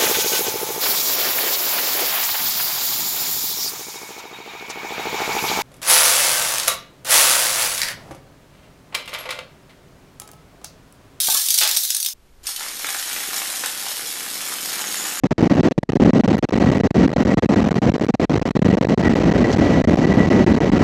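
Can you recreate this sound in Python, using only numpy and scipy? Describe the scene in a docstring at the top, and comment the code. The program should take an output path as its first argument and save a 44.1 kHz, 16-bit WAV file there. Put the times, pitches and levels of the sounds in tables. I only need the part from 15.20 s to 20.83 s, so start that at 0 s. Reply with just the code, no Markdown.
"""An airliner starts its takeoff roll, heard from a window seat: jet roar through the cabin wall and the whine of the fan.
Subsonic pressure swings keep pushing the microphone's diaphragm against its stop, so the roar cuts out
in sputtering gaps: long ones mostly in the first seconds, brief random ones throughout."""
import sys
import numpy as np
from scipy import signal
from scipy.io import wavfile

SR = 44100
rng = np.random.default_rng(int(sys.argv[2]) if len(sys.argv) > 2 else 0)


def unload_audio(sound):
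    """Save the sound as a 16-bit wav file, at the path given as the first command line argument."""
    columns = np.transpose(np.atleast_2d(sound))
    # keep every value between -1 and 1, then stretch to whole-number steps
    steps = np.round(np.clip(columns, -1, 1) * 32767)
    wavfile.write(sys.argv[1], SR, steps.astype(np.int16))


N = 248283

# the long dropouts, where a big swing holds the diaphragm against its stop: (from s, until s, times it slips free)
STALLS = [(0, 0.036, 0), (0.069, 0.108, 0), (0.132, 0.18, 0), (0.276, 0.298, 0), (0.41, 0.43, 0),
          (0.487, 0.51, 0), (0.525, 0.579, 0), (0.589, 0.63, 0), (0.639, 0.691, 0), (0.704, 0.753, 2),
          (0.771, 0.799, 0), (0.91, 0.933, 0), (1.01, 1.036, 0), (1.063, 1.077, 0), (1.155, 1.18, 1),
          (1.192, 1.226, 0), (1.252, 1.288, 0), (1.295, 1.324, 1), (1.576, 1.6, 2), (1.611, 1.635, 0),
          (1.674, 1.706, 0), (1.712, 1.744, 0), (1.882, 1.929, 3), (1.938, 1.962, 0), (2.035, 2.05, 0),
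          (2.145, 2.172, 0), (2.199, 2.223, 0), (2.262, 2.29, 0), (2.491, 2.508, 0), (2.529, 2.555, 1),
          (2.589, 2.618, 0), (2.701, 2.738, 1), (2.767, 2.81, 2), (2.856, 2.884, 1), (2.907, 2.939, 0),
          (2.953, 2.997, 0), (3.055, 3.096, 0), (3.183, 3.215, 1), (3.235, 3.254, 0), (3.294, 3.307, 0),
          (3.314, 3.352, 0), (3.374, 3.39, 0), (3.397, 3.418, 0), (3.429, 3.446, 0), (3.586, 3.61, 0),
          (3.653, 3.686, 1), (3.754, 3.776, 0), (3.94, 3.953, 0), (4.623, 4.64, 0), (4.656, 4.674, 0),
          (5.089, 5.102, 0), (5.25, 5.264, 0), (5.386, 5.404, 0)]   # fixed
# the fan creeps up to full speed: (s, blade-passing Hz)
FAN_SPEED = [(0, 1926), (3.4, 1931), (5.0, 1956), (5.63, 1947)]   # fixed
# unequal blades sound other multiples of the shaft speed: (multiple, dB re blade-passing tone)
SHAFT_ORDERS = [(20, -20), (21, -15.5), (22, 3), (23, -14.5), (24, -18.5)]
BLADES = 22   # fixed
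TURBINE_RATIO = 4.045   # fixed
# colours of the noises: (Hz, dB per Hz)
RUMBLE_COLOUR = [(50, -12), (90, -2), (120, -8.5), (170, 2.5), (240, 2), (320, -3), (450, -9.5), (700, -19), (1500, -47.5)]
JET_COLOUR = [(150, -18.5), (350, -2.5), (520, 0.5), (750, -4), (1050, -10), (1500, -14.5), (1950, -13.5), (2300, -18.5), (2800, -17.5), (3400, -25), (4300, -24), (5000, -27.5), (5900, -27), (7600, -36), (8700, -51.5), (11000, -53.5), (16000, -58)]
# brief rustles and squeaks in the cabin: (s, length s, lowest Hz, highest Hz, dB)
RUSTLES = [(.634, .005, 8500, 11000, -52), (1.184, .003, 9800, 13000, -41), (4.328, .02, 3000, 6800, -28.5)]   # fixed
CUTOFF_HZ = 15800   # fixed
# the deep rumble of the wheels grows with ground speed: (s, dB)
WHEELS = [(0, -26), (2.1, -10), (5.6, -9)]
WHEEL_COLOUR = [(35, -9.5), (52, -2.5), (75, -9), (120, -22.5)]
# smaller swings stall it briefly, less often as the aircraft gathers speed: (s, mean free run between stalls s)
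FREE_RUN = [(0, .023), (3.5, .019), (4.0, .028), (5.6, .035)]
BRIEF_STALL_S, STALL_SPREAD, RUN_SPREAD = .0062, .33, .7   # typical length; log spreads of stalls and of free runs
REBOUND_S = .01   # fixed
# boom of the airframe: (s, dB)
BOOM = [(0, -14.5), (.8, -11.5), (1.25, -16), (1.9, -13), (2.7, -15), (4.1, -14.5), (5.6, -13.5)]
SURGE_DB, SURGE_HZ = 1.0, 3.0   # the boom swells and sinks at random
JET_DB = -22   # the exhaust is steady at takeoff thrust
# strength of the blade-passing tone, which grows as the fan speeds up: (s, dB)
WHINE = [(0, -48), (1.7, -40.5), (2.7, -43.5), (3.9, -38), (4.7, -37), (5.6, -37)]
WHINE_DB = None
WHINE_RISE_DB = None
CEILING = .92   # fixed
SUB_CUT_HZ = 42   # fixed
SLIP_S, SLIP_JITTER_S, SLIP_DB = 0.0033, .002, -3.5   # slips come about evenly spaced; each lets a weak sliver of roar through
GIVE_DB, GIVE_HZ = 1.53, 70.5   # the swings also stiffen and slacken the free diaphragm, so its sensitivity flickers


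def from_db(db):
    """Decibels to gain."""
    return 10 ** (np.asarray(db) / 20)


def rms_one(x):
    """Scale to rms 1."""
    return x / np.sqrt(np.mean(x ** 2) + 1e-20)


def in_time(rows):
    """Each column of a curve at every sample."""
    s, *columns = np.transpose(rows)
    return [np.interp(np.arange(N) / SR, s, c) for c in columns]


def butter(x, hz, kind, order=2):
    """Causal low-, high- or band-pass."""
    return signal.sosfilt(signal.butter(order, np.clip(hz, 10, .45 * SR), kind, fs=SR, output="sos"), x)


def drift(rate_hz):
    """Slow chance with spread 1."""
    r = np.exp(-2 * np.pi * rate_hz / SR)
    return rms_one(signal.lfilter([1], [1, -2 * r, r * r], rng.standard_normal(N + SR))[SR:])


def resonance(x, hz, width_hz):
    """Two-pole resonance with gain 1 on top."""
    r = np.exp(-np.pi * width_hz / SR)
    return signal.lfilter(np.array([1, 0, -1]) * (1 - r * r) / 2, [1, -2 * r * np.cos(2 * np.pi * hz / SR), r * r], x)


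def coloured_noise(colour):
    """Quarter-octave bands of noise, each at the level of the colour; rms 1."""
    hz, db = np.transpose(colour)
    edges = 25 * 2 ** (np.arange(39) / 4)   # fixed
    white, out = rng.standard_normal((2, N + SR // 4)), 0
    for k, (low, high) in enumerate(zip(edges, edges[1:])):
        level_db = np.interp(np.log(low * high) / 2, np.log(hz), db)
        if hz[0] < high and low < hz[-1]:
            out = out + from_db(level_db) * butter(white[k % 2], [low, high], "band", order=3)
    return rms_one(out[-N:])


def roar(boom_db=3.0):
    """The wheels rumble, the airframe booms; the exhaust adds a broad rush, dulled by the cabin wall."""
    wheels = from_db(in_time(WHEELS)[0]) * coloured_noise(WHEEL_COLOUR)
    boom = from_db(in_time(BOOM)[0] + boom_db + SURGE_DB * drift(SURGE_HZ)) * coloured_noise(RUMBLE_COLOUR)
    return wheels + boom + from_db(JET_DB) * coloured_noise(JET_COLOUR)


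def engine_whine(flutter_db=4.5, turbine_db=-66, waver=.0008):
    """Fan tones on multiples of the shaft speed and a faint turbine line; turbulence makes them flutter."""
    blade_hz, level_db = in_time(FAN_SPEED)[0], in_time(WHINE)[0]
    phase = 2 * np.pi * np.cumsum(blade_hz * (1 + waver * drift(13.2))) / SR
    fan = sum(from_db(db + flutter_db * drift(18)) * np.sin(round(k) * phase / BLADES + rng.uniform(0, 2 * np.pi))
              for k, db in SHAFT_ORDERS)
    turbine = from_db(turbine_db + flutter_db * drift(8)) * np.sin(TURBINE_RATIO * phase)
    return np.sqrt(2) * (from_db(level_db) * fan + turbine)


def rustles():
    """Short swells of high noise."""
    t, out = np.arange(N) / SR, 0
    for s, length, low_hz, high_hz, db in RUSTLES:
        hiss = rms_one(butter(rng.standard_normal(N), [low_hz, high_hz], "band", order=4))
        out = out + from_db(db) * hiss * np.exp(-2 * ((t - s) / length) ** 2)
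    return out


def brief_stalls(count=400):
    """Free runs and brief stalls take turns, each of a random length; true while stalled."""
    stalled, s = np.zeros(N, bool), 0
    for run, stall in rng.standard_normal((count, 2)):
        start = s + np.interp(s, *np.transpose(FREE_RUN)) * np.exp(RUN_SPREAD * run - RUN_SPREAD ** 2 / 2)
        s = start + BRIEF_STALL_S * np.exp(STALL_SPREAD * stall)
        stalled[int(start * SR):int(s * SR)] = True
    return stalled


def scene():
    """Everything that sounds in the cabin."""
    return (roar() + engine_whine() + rustles())[None]


def freedom():
    """1 while the diaphragm moves freely, 0 on its stop: brief stalls, long ones with slips, momentary grazes."""
    t = np.arange(N) / SR
    free = 1. - brief_stalls()
    for start, end, slips in STALLS:
        free[(t >= start) & (t < end)] = 0
        # after a long stall it rebounds clear of the stop
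        free[(t >= end) & (t < end + REBOUND_S)] = 1
        for s in np.linspace(start, end, slips + 2)[1:-1]:
            free[np.abs(t - s - SLIP_JITTER_S * rng.standard_normal()) < SLIP_S / 2] = from_db(SLIP_DB)
    grazing = drift(330) > 1.45   # fixed
    return free * ~grazing


def microphone(pressure, leak_db=-53, tick_db=-45, bass_cut_hz=136, ring_hz=4020, ring_width_hz=140, ring_depth=2.2):
    """A stalled diaphragm rests at one place; the filters behind it ring out into each gap."""
    free, sample = freedom(), np.arange(N)
    # the slow pressure swing carries each burst away from the stop and back to it
    swing = np.interp(sample, sample[free == 0], pressure[0, free == 0])
    place = free * from_db(GIVE_DB * drift(GIVE_HZ)) * (pressure - swing) + from_db(leak_db) * swing
    # meeting and leaving the stop gives a tiny tick
    ticks = from_db(tick_db) * np.diff(free, prepend=free[0]) * rng.standard_normal(N)
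    voltage = butter(place + np.cumsum(ticks), bass_cut_hz, "high")
    # a linear-phase filter takes out what is left of the subsonic swing
    voltage = signal.sosfiltfilt(signal.butter(6, SUB_CUT_HZ, "high", fs=SR, output="sos"), voltage)
    # a narrow resonance in opposite phase leaves the colour alone but pings after each cut
    return voltage - ring_depth * resonance(voltage, ring_hz, ring_width_hz)


def record(dry, hiss_db=-78):
    """The overloaded microphone, a little self-noise, rounded peaks and a steep top cut."""
    voltage = microphone(dry) + from_db(hiss_db) * butter(rng.standard_normal(N), 6000, "low")
    rounded = CEILING * np.tanh(voltage / CEILING)
    return signal.sosfilt(signal.ellip(10, .1, 80, CUTOFF_HZ, fs=SR, output="sos"), rounded)


dry = scene()
out = record(dry)
unload_audio(out)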